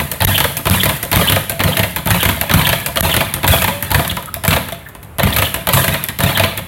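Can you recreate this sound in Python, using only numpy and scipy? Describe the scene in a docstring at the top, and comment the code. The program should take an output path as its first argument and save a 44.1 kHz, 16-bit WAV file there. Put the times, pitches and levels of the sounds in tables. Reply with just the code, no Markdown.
"""A speed bag is worked about twice a second under its wooden platform in a gym. The fist slaps the
leather, the bag slams into the back of the board, squeaks through on its swivel, rebounds off the front
and taps the back again. Each contact clacks, ticks the steel and booms the board; the fittings buzz on
and the hall rings out over a steady rumble. In the first half the hardest blows choke the microphone.
About four and a half seconds in, the bag swings free for a moment; then the punching picks up again."""
import sys
import numpy as np
from scipy import signal
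from scipy.fft import rfft, irfft
from scipy.io import wavfile
from scipy.ndimage import uniform_filter1d

SR = 44100
rng = np.random.default_rng(int(sys.argv[2]) if len(sys.argv) > 2 else 0)


def unload_audio(sound):
    """Save the sound as a 16-bit wav file, at the path given as the first command line argument."""
    columns = np.transpose(np.atleast_2d(sound))
    # keep every value between -1 and 1, then stretch to whole-number steps
    steps = np.round(np.clip(columns, -1, 1) * 32767)
    wavfile.write(sys.argv[1], SR, steps.astype(np.int16))


N = 294147
TIME = np.arange(N) / SR

# Cue sheets for the four contacts of a stroke, each with trims against a usual contact of its kind:
# t/s, stretch of its delays/x, boom/dB, clack/dB, buzz/dB, metal/dB
PUNCHES = [(0.204, 1.1, 3.5, 1, 5, 2), (0.655, 0.98, 1, 2.5, -3, 1), (1.115, 0.97, 2, 3, 6.5, 6.5),
           (1.593, .7, -3, 2, 0, -4), (2.058, 0.99, 2.5, -1.5, 3.5, 0.5), (2.4946, 1.25, -0.5, 3.5, -8, -2),
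           (2.958, 0.93, -9, 2, -10, 3), (3.431, 0.83, 1, 0.5, -3, -4.5), (3.905, .75, 0, -1, -5, 1),
           (4.437, .9, -6.5, -1, -19, 1), (5.184, 0.85, -2, 0.5, 0, -1), (5.670, 1.34, -3, 2.5, 3, 5.5),
           (6.188, 1.11, -2, -2.5, 4, 2)]
SLAMS = [(0.248, .7, -0.1, -2.5, 1, 0.5), (0.699, 0.93, 2.3, 1.5, -0.5, 1), (1.159, 1.16, 2.4, 3, 1.5, 1),
         (1.637, 0.85, 0.2, -1.5, -2, -5.5), (2.105, 0.84, 1.1, 2.5, -3, -2),
         (2.538, 1.2, 3.2, 1, 0.5, -1.5), (3.007, 0.92, 2, 1, -0.5, -0.5), (3.477, 1.22, 2.2, 3, 4.5, 4),
         (3.945, 1.05, -2, 3, -6, -3.5), (4.479, 1.23, -1.2, 1, -2.5, -3),
         (5.2325, 0.78, 1.6, -2, -1.5, -8.5), (5.734, 0.79, 0.42, 3.5, 1.5, 3),
         (6.2355, 1.25, 0.74, 0, 1.5, -6)]
REBOUNDS = [(-0.038, 0.96, 2.5, -4, -2, -2.5), (0.403, 1.03, -3, 0, -2.5, 1.5),
            (0.8556, 0.97, -1, -0.5, 1, 1), (1.321, 1.04, 1, 0, -1, 0), (1.793, 1.02, -1, -0.5, -9, -1.5),
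            (2.252, 0.98, 2.5, 0, 4.5, 0.5), (2.691, 0.97, -1.5, 0.5, 3, 0), (3.165, 1.08, 0.5, 0, 2.5, -2),
            (3.642, .95, -1.5, -2, 1.5, -1.5), (4.111, 1.5, -6, -11, -15, -10),
            (4.528, .9, -3, -0.5, -11, -13), (5.385, 0.95, -0.5, 0, 0.5, 1), (5.880, 1.63, 0, -2, 2, -4),
            (6.3967, 1.02, 0, 1, 5, -5.5)]
TAPS = [(0.115, 1, -9, -2, -1, 2), (0.5685, 0.97, -5, -1, -4, 3.5), (1.0284, 0.96, -0.5, -0.5, 0, 3),
        (1.496, 0.99, -1, 2.5, 0, 2.5), (1.961, 1, 0, 3, -5, 1), (2.412, 0.94, 1.5, 2.5, 7.5, 1.5),
        (2.861, 1, -1, 1.5, -7, 4), (3.339, 1, 1, 1.5, 7, 0), (3.825, 1, -0.5, -2, 8.5, 1),
        (4.341, 0.9, -4, -6.5, -15, -5.5), (4.722, 1, -9.5, -7, -18, -11),
        (5.029, 0.77, -13, -20, -24, -16.5), (5.542, 0.87, -0.5, 3.5, 4, 0.5),
        (6.086, 0.53, -5, 0, -13, -2.5), (6.575, 0.65, 0, -2, -9, -2)]
# the cue sheet for each kind of contact
CONTACTS = {"punch": PUNCHES, "slam": SLAMS, "rebound": REBOUNDS, "tap": TAPS}
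# how each kind shakes the platform: unstretched delay/s, boom/dB, frame buzz/dB, metal sizzle/dB
SHAKES = {"punch": [(0.004, -16.5, -25.5, -60)], "slam": [(0.001, -10, -19, -18)],
          "rebound": [(-0.022, -22.5, -31, -38), (0.002, -15, -26, -22.5)],
          "tap": [(0.001, -23.5, -38.5, -34.5)]}
# its clacks of leather on wood: unstretched delay/s, wooden body/dB, slap/dB, usual spot pitch/Hz
CLACKS = {"punch": [(0, -27, -23, 1920), (0.013, -17, -13.5, 1210)], "slam": [(-0.001, -18.5, -11, 1565),
          (0.045, -19, -18, 1110)], "rebound": [(-0.0245, -19, -10.5, 1700), (-0.001, -15.5, -10, 2520),
          (0.038, -15, -11.5, 2140)], "tap": [(0, -25.5, -19, 2150), (0.022, -27, -27.5, 1150)]}
# its steel contacts in the swivel: unstretched delay/s, level/dB
TICKS = {"punch": [(0, -18), (0.0145, -16.5)], "slam": [(-0.008, -22), (0, -3.5)],
         "rebound": [(-0.045, -21), (-0.022, -8), (0, -8.5), (0.037, -16.5), (0.113, -26)],
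         "tap": [(0, -11.5), (0.023, -28)]}
# the hanger knocks and clinks as the bag swings free: t/s, wooden body/dB, slap/dB, f/Hz, steel/dB
HANGER_KNOCKS = [(2.6127, -24, -14, 1880, -30), (3.093, -21.5, -14.5, 1710, -25),
                 (4.047, -23, -19.5, 2020, -31), (4.168, -18.5, -30, 1150, -24),
                 (4.225, -31.5, -33, 1770, -27), (4.258, -44, -44, 1810, -25.5),
                 (4.686, -30, -23.5, 1870, -23), (4.887, -48, -44, 1790, -30), (4.95, -36, -36, 1380, -32),
                 (5.335, -30, -30, 3400, -16), (6.039, -35, -23.5, 2500, -14)]
# swivel squeaks, mostly just before a rebound: t/s, length/s, start f/Hz, end f/Hz, level/dB
SQUEAKS = [(0.208, 0.0092, 3750, 3860, -20.5), (0.339, 0.037, 3196, 3310, -17.5),
           (0.797, 0.027, 3360, 3320, -17), (1.271, 0.037, 2985, 3560, -17), (1.72, 0.024, 3110, 3300, -22),
           (2.197, 0.036, 2910, 3330, -19), (2.647, .023, 2990, 3370, -14),
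           (3.103, 0.036, 3400, 2910, -18.5), (3.909, .017, 3955, 4160, -25.5),
           (4.095, .014, 3350, 3470, -20.5), (4.273, 0.026, 1290, 1190, -32),
           (4.721, 0.012, 3560, 3640, -30.5), (4.855, 0.029, 1720, 1860, -36.5),
           (5.322, .018, 3370, 3580, -20), (5.442, 0.035, 3250, 2930, -20),
           (6.346, 0.027, 3260, 3460, -22.5), (6.435, 0.0163, 3460, 3130, -25)]
# the frame left ringing hollowly between strokes: t/s, f/Hz, level/dB, t60/s
HOLLOW_RINGS = [(1.033, 687, -27, 0.24), (1.523, 670, -27, 0.18), (2.884, 685, -28, 0.22),
                (3.71, 573, -24.5, 0.46), (4.365, 673, -19.5, 0.057), (4.722, 668, -19, 0.077)]
# blows that choke the microphone: t/s, hold/s
CHOKES = [(0.253, 0.014), (0.7005, 0.0041), (1.162, 0.00079), (3.0097, 0.013)]
# low modes of platform and bag: f/Hz, level/dB, t60/s
BOARD_MODES = [(55.6, -8.5, 0.26), (75.8, -7, 0.44), (97.4, 3, 0.24), (116, -15.5, 0.11), (138, -5.5, 0.39),
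               (168.7, -4, 0.15), (186, -5.5, 0.097), (267, -22, 0.13)]
# resonances of the wooden frame: f/Hz, width/Hz, level/dB
FRAME_MODES = [(160, 62, -2), (284, 188, -4.5), (514, 55, 0), (557, 37, 2.5), (660, 41, 4.5),
               (870, 66, 0.5), (1002, 57, 1), (1245, 118, -4)]
# tone curves of leather slap, steel and room tone: f/Hz, level/dB
SLAP_EQ = [(700, -23), (1200, -9), (1600, 3.5), (2100, 2.5), (2600, 1.5), (3500, 1), (4200, -3),
           (5200, -17.5), (7000, -18), (12000, -12)]
METAL_EQ = [(1500, -18), (4000, -15.5), (5800, -13.5), (7500, -10), (9500, -6), (11700, 1.5), (13500, -3),
            (15500, -9.5), (17000, 1)]
ROOM_TONE_EQ = [(25, -19), (50, 10), (100, 11), (200, -3), (400, -4), (1000, -6.5), (2500, -14.5),
                (5500, -35), (12000, -20), (16000, -32)]
# reverb time of the hall: f/Hz, t60/s
HALL_DECAY = [(60, 0.36), (160, 1), (420, 0.36), (1100, 0.43), (3000, 0.71), (7000, 0.32), (14000, 0.19)]


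def shake_cues():
    """Every contact shakes the platform: rows of t/s, boom/dB, frame buzz/dB, metal sizzle/dB."""
    return [(s + stretch * delay, boom_db + boom_trim, frame_db + buzz_trim, sizzle_db + metal_trim)
            for kind, rows in CONTACTS.items() for s, stretch, boom_trim, _, buzz_trim, metal_trim in rows
            for delay, boom_db, frame_db, sizzle_db in SHAKES[kind]]


def boom(level_db, spread_db, detune, attack_s):
    """The soft bag loads the board gradually and rings its low modes, a little differently each hit."""
    out, t = np.zeros(N), TIME[:SR // 3]
    hz, mode_db, t60 = np.transpose(BOARD_MODES)[:, :, None]
    envelope = decay(t, t60) * (1 - np.exp(-t / attack_s))
    for s, db, *_ in shake_cues():
        louder, higher, polarity = rng.standard_normal((3, len(BOARD_MODES), 1))
        gains = np.sign(polarity) * from_db(mode_db + spread_db * louder)
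        modes = gains * envelope * np.sin(2 * np.pi * hz * (1 + detune * higher) * t)
        add(out, s, from_db(db + level_db) * unit_rms(modes.sum(axis=0)))
    return out


def shudder(level_db, t60):
    """After each boom the platform goes on rumbling on its brackets."""
    s, db, _, _ = np.transpose(shake_cues())
    rumble = band_noise(110, 195)
    levelled = rumble / np.sqrt(uniform_filter1d(rumble ** 2, size=900) + 1e-12)
    return bursts(s + 0.011, db + level_db, t60=t60, rise=0.014) * levelled


def clack_cues(spread_octaves=0.24):
    """The bag never lands on quite the same spot: rows of t/s, wooden body/dB, slap/dB, f/Hz."""
    cues = [(s + stretch * delay, body_db + trim, slap_db + trim,
             hz * 2 ** (spread_octaves * rng.uniform(-1, 1)))
            for kind, rows in CONTACTS.items() for s, stretch, _, trim, _, _ in rows
            for delay, body_db, slap_db, hz in CLACKS[kind]]
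    return cues + [knock[:4] for knock in HANGER_KNOCKS]


def clacks(wood_db, ring_db):
    """Leather lands in a flurry of tiny slaps that knock the frame and ring the struck spot."""
    s, body_db, slap_db, pitch_hz = np.transpose(clack_cues())
    knock = bursts(s - 0.001, body_db + wood_db, t60=0.096, rise=0.00091)
    knock *= chatter(per_s=1400, uneven_db=2.5, patchy_db=6.0)
    slap = bursts(s, slap_db, t60=0.057, rise=0.0014) * chatter(per_s=1500, uneven_db=4.0, patchy_db=4.0)
    out = wooden_frame(knock) + eq(slap, SLAP_EQ)
    for start, db, hz in zip(s, slap_db, pitch_hz):
        add(out, start, from_db(db + ring_db) * spot_ring(hz, width_hz=670, scuffle_t60=0.056))
    return out


def fists(level_db, wood_db, slap_db):
    """The fist sinks into the bag: a softer, longer slap."""
    s, _, _, trim_db, _, _ = np.transpose(PUNCHES)
    force = bursts(s, level_db + trim_db, t60=0.12, rise=0.00051)
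    force *= chatter(per_s=800, uneven_db=2.5, patchy_db=1.5)
    return from_db(wood_db) * wooden_frame(force) + from_db(slap_db) * eq(force, SLAP_EQ)


def wooden_frame(force):
    """The frame gives a force its woody body: a few broad resonances of alternating polarity."""
    t = TIME[:4096]
    modes = [(-1) ** k * from_db(db) * width * np.exp(-np.pi * width * t) * np.cos(2 * np.pi * hz * t)
             for k, (hz, width, db) in enumerate(FRAME_MODES)]
    return convolve(force, sum(modes))


def spot_ring(hz, width_hz, scuffle_t60):
    """A short scuffle rings one resonance of the struck spot; peak power 1."""
    t = TIME[:2000]
    force = rng.standard_normal(len(t)) * (1 - np.exp(-t / 0.0007)) * decay(t, scuffle_t60)
    radius = np.exp(-np.pi * width_hz / SR)
    ring = signal.lfilter([1], [1, -2 * radius * np.cos(2 * np.pi * hz / SR), radius ** 2], force)
    return ring / np.sqrt(uniform_filter1d(ring ** 2, size=350).max())


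def swivel_ticks(click_db, rattle_db):
    """Contacts and hanger knocks jerk the swivel: steel meets steel in a click and a short rattle."""
    cues = [(s + stretch * delay, db + trim)
            for kind, rows in CONTACTS.items() for s, stretch, *_, trim in rows
            for delay, db in TICKS[kind]]
    s, db = np.transpose(cues + [(s, steel_db) for s, *_, steel_db in HANGER_KNOCKS])
    click = bursts(s, db + click_db, t60=0.003, rise=0.0012)
    rattle = bursts(s, db + rattle_db, t60=0.09, rise=0.00039)
    return eq((click + rattle) * chatter(per_s=3100, uneven_db=5.5, patchy_db=7.5), METAL_EQ)


def buzz(wood_db, slap_db, metal_db):
    """After a blow the shaking board keeps its frame and metal fittings chattering."""
    s, _, frame_db, sizzle_db = np.transpose(shake_cues())
    shake = bursts(s + 0.012, frame_db, t60=0.48, rise=0.02)
    sizzle = bursts(s + 0.015, sizzle_db, t60=0.63, rise=0.02)
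    wood = wooden_frame(shake * chatter(per_s=200, uneven_db=6.5, patchy_db=5.0))
    slap = eq(shake * chatter(per_s=87, uneven_db=0.0, patchy_db=12.0), SLAP_EQ)
    metal = eq(sizzle * chatter(per_s=770, uneven_db=1.5, patchy_db=1.5), METAL_EQ)
    return from_db(wood_db) * wood + from_db(slap_db) * slap + from_db(metal_db) * metal


def loose_parts(per_s, knock_db, ping_db):
    """While the board shakes, nuts and links knock and ping at random, each at its own pitch."""
    s, _, frame_db, _ = np.transpose(shake_cues())
    shake, out = bursts(s, frame_db, t60=0.81, rise=0.014), np.zeros(N)
    for when, softness, knock_tune, ping_tune in rng.random((int(per_s * N / SR), 4)):
        knock = from_db(knock_db) * spot_ring(550 * 7 ** knock_tune, width_hz=220, scuffle_t60=0.022)
        ping = from_db(ping_db) * spot_ring(9000 + 6500 * ping_tune, width_hz=470, scuffle_t60=0.0082)
        add(out, when * N / SR, shake[int(when * N)] * from_db(-9 * softness) * (knock + ping))
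    return out


def swivel_squeaks(level_db, waver, flutter_db, shrill_db):
    """Stick-slip in the swivel gives short, rough glides and sets a shrill steel mode singing."""
    out = np.zeros(N)
    slip, grip = unit_rms(uniform_filter1d(uniform_filter1d(rng.standard_normal((2, N)), 45), 45))
    for s, length, start_hz, end_hz, db in SQUEAKS:
        progress = np.linspace(0, 1, int(length * SR))
        glide_hz = start_hz + (end_hz - start_hz) * progress
        hz = glide_hz * (1 + waver * slip[int(s * SR):][:len(progress)])
        envelope = from_db(db + level_db) * np.sin(np.pi * progress)
        add(out, s, envelope * np.sin(2 * np.pi * np.cumsum(hz) / SR))
    shrill = np.abs(out) * unit_rms(band_noise(14300, 15700))
    return out * flutter(grip, flutter_db) + from_db(shrill_db) * shrill


def hollow_rings(level_db):
    """Between strokes one mode of the frame swells and dies away."""
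    out, t = np.zeros(N), TIME[:SR // 3]
    for s, hz, db, t60 in HOLLOW_RINGS:
        envelope = from_db(db + level_db) * (1 - np.exp(-t / 0.0026)) * decay(t, t60)
        add(out, s, envelope * np.sin(2 * np.pi * hz * t))
    return out


def hall(send, onset_s, swing_hz, paths=3):
    """A diffuse tail, each band dying at its own pace; the moving bag keeps shifting the echo paths."""
    t, tails = TIME[:SR], 0
    edges = np.geomspace(35, 18000, 11)
    for low, high in zip(edges, edges[1:]):
        t60 = at_hz(HALL_DECAY, np.sqrt(low * high))
        tails = tails + band_noise(low, high, (paths, SR)) * decay(t, t60)
    tails *= 1 - np.exp(-(t / onset_s) ** 2)
    swing = 2 * np.pi * swing_hz * TIME
    crossfades = [np.sqrt(2 / paths) * np.cos(swing + np.pi * k / paths) for k in range(paths)]
    return sum(convolve(send * fade, tail) for fade, tail in zip(crossfades, tails))


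def room_tone(level_db):
    """The steady low rumble of the hall."""
    return from_db(level_db) * eq(rng.standard_normal(N), ROOM_TONE_EQ)


def bursts(times, levels_db, t60, rise):
    """Force envelope of many contacts: each swells and dies (rise, t60 in s), and their powers add."""
    power, t = np.zeros(N), TIME[:int((t60 + rise) * SR)]
    shape = ((1 - np.exp(-(t / rise) ** 2)) * decay(t, t60)) ** 2
    shape /= shape.max()
    for s, db in zip(times, levels_db):
        add(power, s, from_db(db) ** 2 * shape)
    return np.sqrt(power)


def chatter(per_s, uneven_db, patchy_db):
    """Dense, uneven micro-impacts; the contact point wanders, so the resonances keep changing."""
    spectra = signal.stft(rng.standard_normal(N), nperseg=512)[2]
    patches = uniform_filter1d(rng.standard_normal(spectra.shape), size=3, axis=0)
    patches = unit_rms(uniform_filter1d(patches, size=3, axis=1))
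    patches -= uniform_filter1d(patches, size=17, axis=0)  # what one band gains, its neighbours lose
    noise = signal.istft(spectra * flutter(patches, patchy_db), nperseg=512)[1][:N]
    strength = flutter(rng.standard_normal(SR), uneven_db)
    return unit_rms(noise * np.interp(TIME * per_s, np.arange(SR), strength))


def flutter(noise, depth_db):
    """Turn noise into a wobbling gain with its extremes held in."""
    return from_db(depth_db * np.clip(noise, -2, 1.5))


def band_noise(low_hz, high_hz, shape=N):
    """Band-passed white noise."""
    band = signal.butter(2, [low_hz, high_hz], "band", fs=SR, output="sos")
    return signal.sosfilt(band, rng.standard_normal(shape))


def eq(x, curve, size=2048):
    """Shape a sound to a tone curve; minimum phase keeps the attacks free of pre-ring."""
    hz = np.arange(size + 1) * SR / (2 * size)
    cepstrum = irfft(np.log(from_db(at_hz(curve, hz))))
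    cepstrum[1:size] *= 2
    cepstrum[size + 1:] = 0
    return convolve(x, irfft(np.exp(rfft(cepstrum))))


def convolve(x, response):
    """Pass a sound through a response scaled to unit energy."""
    return signal.oaconvolve(x, response / np.linalg.norm(response))[:N]


def at_hz(curve, hz):
    """Read a curve on a log-frequency axis."""
    f, value = np.transpose(curve)
    return np.interp(np.log(np.maximum(hz, 1)), np.log(f), value)


def add(out, s, piece):
    """Mix a piece in from time s; what falls outside the scene is dropped."""
    start = int(round(s * SR))
    first, last = max(start, 0), min(start + len(piece), N)
    if last > first:
        out[first:last] += piece[first - start:last - start]


def decay(t, t60):
    """Exponential decay, 60 dB in t60."""
    return np.exp(-np.log(1000) * t / t60)


def from_db(db):
    """Decibels to gain."""
    return 10 ** (np.asarray(db) / 20)


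def unit_rms(x):
    """Scale to unit power."""
    return x / np.sqrt(np.mean(x ** 2) + 1e-20)


def scene():
    """The mix: bag and platform up close, the hall and its rumble behind."""
    low_end = boom(level_db=-11.5, spread_db=4.5, detune=0.024, attack_s=0.0011)
    low_end += shudder(level_db=-9.5, t60=0.32)
    clatter = clacks(wood_db=2.0, ring_db=-5.5) + fists(level_db=-22.5, wood_db=3.0, slap_db=0.5)
    clatter += swivel_ticks(click_db=8.0, rattle_db=-4.0)
    clatter += buzz(wood_db=-3.5, slap_db=-1.0, metal_db=1.0)
    clatter += loose_parts(per_s=39, knock_db=-0.5, ping_db=-1.5)
    tones = swivel_squeaks(level_db=4.5, waver=0.0665, flutter_db=5.5, shrill_db=-8.5)
    tones += hollow_rings(level_db=5.0)
    send = low_end + clatter + from_db(0.5) * tones
    reverb = from_db(-12.0) * hall(send, onset_s=0.0083, swing_hz=2)
    return (low_end + clatter + tones + reverb + room_tone(level_db=-37.0))[None]


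def choke(x, swing_hz, swing_db, recover_s):
    """At each choke cue the overloaded microphone goes deaf, swings back towards rest and recovers."""
    for s, hold in CHOKES:
        since = np.maximum(TIME - s, 0)
        deaf = (TIME > s) * np.clip(1 - (since - hold) / recover_s, 0, 1)
        swing = from_db(swing_db) * np.cos(2 * np.pi * swing_hz * since) * decay(since, 0.03)
        x = x * from_db(-32.0 * deaf) + swing * deaf
    return x


def record(dry):
    """The microphone chokes and passes no deep bass; peaks are soft-clipped and the top is cut."""
    low_cut_hz, ceiling, high_cut_hz = 42, 0.95, 16100
    x = choke(dry, swing_hz=86, swing_db=-7.0, recover_s=0.0047)
    x = signal.sosfilt(signal.butter(4, low_cut_hz, "high", fs=SR, output="sos"), x)
    x = x / (1 + (x / ceiling) ** 6) ** (1 / 6)
    return signal.fftconvolve(x, signal.firwin(301, high_cut_hz, fs=SR)[None], "same")


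dry = scene()
out = record(dry)
unload_audio(out)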